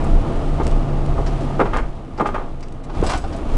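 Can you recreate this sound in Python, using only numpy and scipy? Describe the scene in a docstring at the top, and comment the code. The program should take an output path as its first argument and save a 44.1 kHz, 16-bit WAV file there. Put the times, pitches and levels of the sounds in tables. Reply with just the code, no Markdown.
"""Tyres roar on the deck inside a car that rolls off a timber bridge onto a dirt road. Roar and grit are
filtered noise; the last planks crack, chatter and ring as decaying modes. Then a rut jolts the car: damped
thumps, and loose things rattle as contact runs and jingle as decaying sines. Beneath lie an engine hum of
firing harmonics and the slow boom of the cabin, two unsteady low sines."""
import sys
import numpy as np
from scipy import signal
from scipy.fft import rfft, irfft
from scipy.io import wavfile

SR = 44100
rng = np.random.default_rng(int(sys.argv[2]) if len(sys.argv) > 2 else 0)


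def log_audio(samples):
    """Write samples as a 16-bit WAV file to the path given in sys.argv[1]."""
    # one column per channel
    frames = np.atleast_2d(samples).T
    # limit to full scale, then quantise
    limited = np.clip(frames, -1, 1)
    pcm = np.round(limited * 32767).astype(np.int16)
    wavfile.write(sys.argv[1], SR, pcm)


N = 157437
T = np.arange(N) / SR  # time, s

# All table levels are relative: each function may add its own trim.

# Tyre roar over time: time_s, level_db
ROAR_LEVEL = [(0, -21), (.15, -26), (.65, -24.5), (.95, -26.5), (1.35, -25.5), (1.72, -27), (1.92, -35),
              (2.12, -35), (2.42, -32), (2.58, -37), (2.82, -36.5), (2.92, -32), (3.0, -25), (3.1, -26),
              (3.2, -32.5), (3.3, -30.5), (3.57, -25.5)]
# Spectrum of the roar: frequency_hz, gain_db
ROAR_COLOUR = [(60, -14), (110, -3.5), (150, -12), (200, -14), (250, -11), (315, -12), (440, -20),
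               (580, -19.5), (680, -23), (820, -21), (1030, -26.5), (1240, -26.5), (1550, -36.5),
               (3000, -44), (5000, -54.5), (10000, -70), (12000, -100)]
# Cabin resonances in the roar: frequency_hz, t60_s, level_db
ROAR_RESONANCES = [(184, 0.15, -5.5), (321, 0.085, -2), (477, 0.1, -6), (677.5, 0.086, -0.5),
                   (810.6, 0.087, -13.5), (1224, 0.077, -11.5)]
# Hiss of grit under the tyres over time: time_s, level_db
GRIT_LEVEL = [(0, -48.5), (.6, -49), (.95, -51.5), (1.45, -47.5), (1.8, -54.5), (2.05, -59.5), (2.4, -56),
              (2.88, -63), (2.97, -47), (3.2, -52), (3.35, -49), (3.43, -52.5), (3.57, -44.5)]
# Spectrum of the grit: frequency_hz, gain_db
GRIT_COLOUR = [(500, -21), (1500, 7), (3000, 8.5), (5500, 0), (8000, -2.5), (10200, -6), (10800, -50),
               (12000, -62)]
ROAR_RING_DB = -7.5
GRIT_PER_S, GRIT_SPREAD_DB = 9000, 2


def tyres(flutter_db=0.63, flutter_hz=40):
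    """Broadband rolling noise: fluttering noise excites cabin resonances, and sparse impulses add grit."""
    roar = unit(colour(rng.standard_normal(N), ROAR_COLOUR))
    highpass = signal.butter(2, 120, "high", fs=SR, output="sos")
    roar = unit(signal.sosfilt(highpass, roar))
    resonance = ring(rng.standard_normal(N), ROAR_RESONANCES)
    roar = unit(roar + amp(ROAR_RING_DB) * resonance)
    roar_gain = amp(curve(ROAR_LEVEL) + flutter_db * wander(flutter_hz))

    # a few grains are much stronger than the rest
    grain_size = amp(GRIT_SPREAD_DB * np.minimum(rng.exponential(1, N), 4))
    grain_lands = rng.random(N) < GRIT_PER_S / SR
    grains = rng.standard_normal(N) * grain_size * grain_lands
    grit = unit(colour(grains, GRIT_COLOUR))
    return roar * roar_gain + grit * amp(curve(GRIT_LEVEL))


# Planks knocking under the wheels:
# start_s, chatter_db, chatter_length_s, brightness_db_per_octave, ring_db, crack_db
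PLANK_KNOCKS = [(.249, -28.5, 0.12, -3.5, -33, -23), (.600, -19, 0.019, -3, -19, -12),
                (.609, -24, 0.011, -2.5, -20, -20), (1.179, -21.5, 0.029, -4.5, -21.5, -17),
                (1.506, -29, .006, -9, -31, -26), (1.5946, -16, .008, -4.5, -13.5, -5),
                (1.601, -11.5, 0.019, 1, -17, -3), (1.612, -13, 0.0071, -2.5, -37, -5.5),
                (1.619, -21, 0.0049, -6.5, -42, -7), (1.629, -38, 0.0091, -13, -24, -30),
                (1.656, -23, .018, 3.5, -41, -20), (1.732, -19.5, 0.026, 4.5, -20.5, -27),
                (1.764, -22.5, 0.023, 4, -17.5, -9), (1.783, -23, .017, 5, -25, -30),
                (2.184, -24, 0.0079, -3.5, -26, -23), (2.198, -15, 0.018, 0.5, -11.5, -13),
                (2.207, -28, 0.0095, 0.5, -9, -24), (2.223, -20, .011, -9, -20.5, -16),
                (2.246, -21, .009, -3.5, -27, -32), (2.258, -16.5, 0.0093, 2.5, -12.5, -11),
                (2.290, -23.5, 0.0072, 1, -18.5, -11), (2.344, -19.5, 0.018, 2.5, -33, -16),
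                (2.361, -24, .008, 3.5, -22, -30), (2.380, -29, 0.045, 1, -19.5, -24)]
# Spectrum of a plank's crack and chatter: frequency_hz, gain_db
PLANK_COLOUR = [(70, -32), (150, -10), (250, -2.5), (400, 3), (560, 0.5), (820, -2.5), (1000, -0.5),
                (1300, -7), (1620, -11.5), (2150, -19.5), (2400, -22), (2720, -26), (3100, -29),
                (5000, -41), (10000, -51), (12000, -65)]
CHATTER_PER_S, CHATTER_FADE_S = 1300, 0.0067
DECK_T60_S, DECK_TAIL_DB = 0.35, -9.5


def planks():
    """Impact and modal response: each plank cracks down on its beam, chatters and sets the deck ringing."""
    knocks = np.zeros(N)
    for start, chatter_db, length, tilt, ring_db, crack_db in PLANK_KNOCKS:
        crack = colour(signal.unit_impulse(SR // 20), PLANK_COLOUR, tilt, tilt_top_hz=2600)
        add(knocks, start, amp(crack_db) * crack / np.abs(crack).max())
        run = contacts(length, CHATTER_PER_S, CHATTER_FADE_S)
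        run = colour(run, PLANK_COLOUR, tilt, tilt_top_hz=2580)
        add(knocks, start, amp(chatter_db) * run)
        add(knocks, start, amp(ring_db) * deck_ring(tilt))
    return amp(-1) * (knocks + amp(DECK_TAIL_DB) * tail(knocks, DECK_T60_S))


# Ringing modes of the deck: frequency_hz, t60_s, level_db
DECK_MODES = [(262, 0.064, -14.5), (342, .07, -8.5), (408.7, .13, -7), (839, 0.059, -1),
              (1115, 0.039, -3.5), (1210, 0.036, -1.5), (1225, .05, -12), (1745, 0.082, -26),
              (1880, .09, -27), (2080, 0.029, -14), (2610, .12, -30), (3170, 0.097, -29)]
RING_RISE_S, RING_PIVOT_HZ = 0.0028, 1000


def deck_ring(tilt):
    """Modal superposition: one blow excites decaying sines, and its tilt in dB per octave weights them."""
    t = T[:SR // 4]
    tone = np.zeros(len(t))
    for hz, t60, db in DECK_MODES:
        gain = amp(db + tilt * np.log2(hz / RING_PIVOT_HZ))
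        tone += gain * decay(t, t60) * np.sin(2 * np.pi * hz * t)
    return tone * np.minimum(t / RING_RISE_S, 1)


# Suspension thumps: start_s, level_db, pitch_hz, decay_s
THUMP_BLOWS = [(1.596, -10, 416.5, 0.004), (1.604, -24, 193, 0.019), (2.205, -16.5, 206, 0.013),
               (3.003, -12, 165, 0.012), (3.0264, -6.5, 400, 0.0048), (3.038, -19, 189, 0.032),
               (3.242, -26, 90, .03)]


def suspension():
    """Heavy damping: each blow to the body is a sine that dies along a Gaussian curve."""
    out = np.zeros(N)
    t = T[:SR // 5]
    for start, db, hz, decay_s in THUMP_BLOWS:
        add(out, start, amp(db) * np.sin(2 * np.pi * hz * t) * np.exp(-(t / decay_s) ** 2))
    return out


# Trim and small loose things clicking: start_s, level_db, length_s, brightness_db_per_octave
TICK_RUNS = [(.04, -43, 0.011, 12), (.63, -41.5, 0.025, 2), (.667, -24, 0.0022, 2.5),
             (.676, -28, 0.0018, 3), (.712, -34, 0.0031, 2), (1.062, -31.5, 0.0014, 0),
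             (1.607, -46, .002, -3), (1.613, -45, .001, 3), (1.768, -29.5, 0.0058, 1),
             (2.21, -40, 0.0073, 4), (2.266, -36, 0.018, 0), (2.605, -45.5, 0.0091, 2),
             (2.683, -43, 0.0042, 1), (2.722, -46.5, 0.007, 4), (2.836, -46, 0.02, 2),
             (3.012, -34, 0.0044, -1), (3.036, -38, 0.056, 3.5), (3.066, -37.5, 0.016, 14),
             (3.095, -28, 0.03, 1.5), (3.13, -34, 0.038, 0.5), (3.173, -35.5, 0.015, 5),
             (3.243, -54, .01, 7), (3.362, -43.5, 0.011, 9)]
# Spectrum of the clicks: frequency_hz, gain_db
TICK_COLOUR = [(500, -40), (2000, 18.5), (3200, 13.5), (5500, 8), (8000, 6.5), (10000, -0.5), (11500, -15)]
# Trim creaking: start_s, level_db, length_s, brightness_db_per_octave
CREAK_RUNS = [(1.262, -32, 0.022, -3.5), (1.405, -46, 0.015, 8), (2.176, -36.5, 0.021, -5),
              (2.626, -36.5, 0.012, -3), (3.325, -34, 0.023, -6)]
# Spectrum of the creaks: frequency_hz, gain_db
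CREAK_COLOUR = [(800, -2.5), (2200, 0.5), (3500, -7), (5100, 4), (6500, -4), (7800, -5), (10000, -22)]
# Gravel and loose things scraping at the rut: start_s, level_db, length_s, brightness_db_per_octave
SCRAPE_RUNS = [(2.895, -27, 0.0088, -4), (2.947, -36.5, 0.026, -1), (3.026, -16, 0.02, -8),
               (3.064, -26, 0.023, 1.5), (3.090, -19, 0.0075, -0.5), (3.099, -15.5, .008, -2),
               (3.116, -21, .012, -1), (3.133, -18, 0.01, -0.5), (3.141, -18, 0.0068, -6),
               (3.153, -27.5, .022, -6.5), (3.238, -24, 0.012, -4)]
# Spectrum of the scrapes: frequency_hz, gain_db
SCRAPE_COLOUR = [(150, -11.5), (450, -5), (800, 4), (1000, 2.5), (1250, -3.5), (1520, -4), (1900, -11.5),
                 (3000, -12.5), (5000, -13.5), (7500, -27), (10000, -45)]
# Ringing modes of the scraping things: frequency_hz, t60_s, level_db
SCRAPE_RESONANCES = [(768, 0.065, -9.5), (1228, 0.11, 2), (1489, 0.12, -5), (2226, 0.051, 2),
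                     (2750, 0.12, -3.5)]
# Loose metal jingling at the rut: start_s, level_db
JINGLE_STRIKES = [(3.037, -43), (3.065, -32), (3.096, -44), (3.175, -46), (3.215, -49)]
# Ringing modes of the loose metal: frequency_hz, t60_s, level_db
METAL_MODES = [(4140, .2, -13), (4976, 0.13, -1), (5400, 0.18, -5), (7800, 0.1, -3), (7900, .05, 4)]
SCRAPE_RING_DB, JINGLE_WAVER_HZ = -14.5, 30
CABIN_T60_S, CABIN_TAIL_DB = 0.3, -8.5


def loose_things():
    """Repeated contact and modal ringing: clicks, creaks, scrapes and jingles with a diffuse cabin tail."""
    ticks = chatter(TICK_RUNS, TICK_COLOUR, per_s=1500, fade_s=0.0018)
    creaks = chatter(CREAK_RUNS, CREAK_COLOUR, per_s=2400, fade_s=0.0057)
    scrapes = chatter(SCRAPE_RUNS, SCRAPE_COLOUR, per_s=450, fade_s=0.0097)
    scrapes = scrapes + amp(SCRAPE_RING_DB) * ring(scrapes, SCRAPE_RESONANCES)
    near = ticks + creaks + scrapes
    t = T[:SR // 2]
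    for start, db in JINGLE_STRIKES:
        for hz, t60, mode_db in METAL_MODES:
            waver = JINGLE_WAVER_HZ * np.cumsum(wander(45)[:len(t)]) / SR
            cycles = hz * t + waver + rng.random()
            add(near, start, amp(db + mode_db) * decay(t, t60) * np.sin(2 * np.pi * cycles))
    return amp(-2.5) * (near + amp(CABIN_TAIL_DB) * tail(near, CABIN_T60_S))


# Engine hum over time: time_s, second_harmonic_hz, level_db
HUM_COURSE = [(0, 149.4, -25.5), (.17, 148.8, -27.5), (.225, 148.3, -35), (.29, 144.5, -25.5),
              (.37, 146.1, -30), (.55, 145.3, -26.5), (1.1, 141.3, -23.5), (1.23, 140.7, -28),
              (1.3, 141.2, -25), (1.59, 138.3, -25), (1.63, 137.5, -34.5), (2.0, 136.9, -37.5),
              (2.6, 135.5, -41), (2.95, 142, -38), (3.57, 144.3, -45)]
# Engine harmonics: multiple_of_firing_rate, level_db
FIRING_HARMONICS = [(1, -8.5), (2, -2), (3, -22)]


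def engine(waver_db=1, wobble_hz=7, steady_s=.6):
    """Harmonic series: firing harmonics wobble at first, then steady, and fade as the throttle lifts."""
    wobble = wobble_hz * wander(14.55) * np.exp(-(T / steady_s) ** 2)
    # pi, not 2 pi: the table gives the second harmonic
    phase = np.pi * np.cumsum(curve(HUM_COURSE) + wobble) / SR
    tone = np.zeros(N)
    for multiple, db in FIRING_HARMONICS:
        tone += amp(db + waver_db * wander(16)) * np.sin(round(multiple) * phase)
    return np.sqrt(2) * tone * amp(curve(HUM_COURSE, axis=2))


# Shaking of the body over time: time_s, slow_boom_db, fast_boom_db, rumble_db
BODY_SHAKE = [(0, -23.5, -28, -23), (.16, -10.5, -20, -26.5), (.26, -28, -33.5, -32),
              (.42, -18.5, -18.5, -28.5), (.6, -28.5, -24.5, -27), (.73, -13, -23, -28.5),
              (.9, -29.5, -23.5, -30), (1.08, -19, -23.5, -27), (1.33, -30, -19.5, -33.5),
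              (1.52, -26.5, -31, -36), (1.82, -21.5, -22.5, -32), (2.02, -36, -41, -44),
              (2.23, -34.5, -37, -30), (2.33, -25, -31, -36.5), (2.6, -28, -51, -41.5),
              (2.88, -32.5, -38, -40), (3.0, -22, -24.5, -24.5), (3.38, -36, -31, -33),
              (3.55, -14.5, -26, -29)]
# Cabin boom, slow then fast: frequency_hz, waver_hz
BOOM_MODES = [(22, 3.22), (33, 3.55)]
# Spectrum of the rumble: frequency_hz, gain_db
RUMBLE_COLOUR = [(20, -16), (36, 7), (48, 12), (60, 19), (75, 33.5), (92, 0.5), (115, 1), (140, -18),
                 (220, -39)]


def cabin(boom_db=1, rumble_db=-1):
    """Low-frequency resonance: the shaken body booms in two unsteady modes, with a noise rumble above."""
    boom = np.zeros(N)
    for k, (hz, waver) in enumerate(BOOM_MODES):
        phase = 2 * np.pi * np.cumsum(hz + waver * wander(5.85)) / SR
        boom += amp(curve(BODY_SHAKE, axis=k + 1)) * np.sin(phase)
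    rumble = unit(colour(rng.standard_normal(N), RUMBLE_COLOUR))
    rumble = rumble * amp(curve(BODY_SHAKE, axis=3) + rumble_db)
    return np.sqrt(2) * amp(boom_db) * boom + rumble


SETTLE_DB = 5  # the contacts weaken by this much over a run
UNEVEN_DB = 3  # spread of the contacts, either way
ATTACK_S = 0.0022  # longest build-up of a run


def contacts(length, per_s, fade_s):
    """Repeated impact: a quick run of uneven contacts of either sign builds, settles and dies away."""
    t = T[:SR // 5]
    count = int(per_s / 5)
    place, sign, size = rng.random((count, 3)).T
    # one contact at a random place in each equal time slot
    at = np.minimum((np.arange(count) + place) * SR / per_s, len(t) - 1).astype(int)
    hits = np.zeros(len(t))
    hits[at] = np.sign(sign - .5) * amp(UNEVEN_DB * (2 * size - 1)) * np.sqrt(SR / per_s)
    build = np.minimum(t / min(ATTACK_S, length / 2), 1)
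    settle = amp(-SETTLE_DB * np.minimum(t / length, 1))
    fade = np.exp(-np.maximum(t - length, 0) / fade_s)
    return hits * build * settle * fade


def chatter(rows, spectrum, per_s, fade_s):
    """Source and filter: plays a table of contact runs through one object's colour."""
    out = np.zeros(N)
    for start, db, length, tilt in rows:
        run = contacts(length, per_s, fade_s)
        add(out, start, amp(db) * colour(run, spectrum, tilt))
    return out


def ring(x, modes):
    """Modal convolution: excites decaying modes of alternating sign, with unit filter energy."""
    t = T[:SR // 2]
    taps = np.zeros(len(t))
    for k, (hz, t60, db) in enumerate(modes):
        gain = (-1) ** k * amp(db) / np.sqrt(t60)
        taps += gain * decay(t, t60) * np.cos(2 * np.pi * hz * t)
    taps = taps * np.minimum(t / 0.0015, 1)
    return signal.fftconvolve(x, taps / np.linalg.norm(taps))[:N]


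def tail(x, t60):
    """Diffuse reverberation: convolves with decaying noise of unit energy."""
    t = T[:SR // 2]
    taps = rng.standard_normal(len(t)) * decay(t, t60) * np.minimum(t / 0.0039, 1)
    return signal.fftconvolve(x, taps / np.linalg.norm(taps))[:N]


def decay(t, t60):
    """Exponential decay: the envelope falls 60 dB in t60 seconds."""
    return np.exp(-np.log(1000) * t / t60)


def colour(x, points, tilt=0, tilt_top_hz=11000):
    """Minimum-phase filter of unit energy through (Hz, dB) points, tilted in dB per octave."""
    size = 4096
    octave = np.log2(np.abs(np.fft.fftfreq(size, 1 / SR)) + 1)
    hz, db = np.transpose(points)
    tilt_db = tilt * np.clip(octave, np.log2(hz[0]), np.log2(tilt_top_hz))
    log_gain = np.log(amp(np.interp(octave, np.log2(hz), db) + tilt_db))
    # the Hilbert transform of the log gain gives the phase of a causal filter
    response = np.exp(np.conj(signal.hilbert(log_gain)))
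    taps = np.fft.ifft(response).real[:size // 2]
    return signal.fftconvolve(x, taps / np.linalg.norm(taps))[:len(x)]


def wander(hz):
    """Band-limited random motion: noise under a Gaussian low-pass of width hz, scaled to rms 1."""
    f = np.fft.rfftfreq(N, 1 / SR)
    return unit(irfft(rfft(rng.standard_normal(N)) * np.exp(-(f / hz) ** 2), N))


def curve(rows, axis=1):
    """Linear interpolation: one column of a timed table at every sample."""
    rows = np.array(rows)
    return np.interp(T, rows[:, 0], rows[:, axis])


def add(mix, start, sound):
    """Superposition: mixes a sound in place at a start time in seconds."""
    part = mix[max(round(start * SR), 0):][:len(sound)]
    part += sound[:len(part)]


def amp(db):
    """Logarithmic level: decibels to amplitude gain."""
    return 10 ** (np.asarray(db) / 20)


def unit(x):
    """Power normalisation: scales to rms 1."""
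    return x / np.sqrt(np.mean(x ** 2) + 1e-20)


def scene():
    """Superposition of everything heard from behind the windscreen, as one channel."""
    road = tyres() + planks() + suspension()
    car = loose_things() + engine() + cabin()
    return (road + car)[None]


CUTOFF_HZ = 11500


def record(dry):
    """Band limiting: a linear-phase low-pass removes the highest treble."""
    taps = signal.firwin(81, CUTOFF_HZ, window=("kaiser", 8), fs=SR)
    return signal.oaconvolve(dry, taps[None], "same")


dry = scene()
out = record(dry)
log_audio(out)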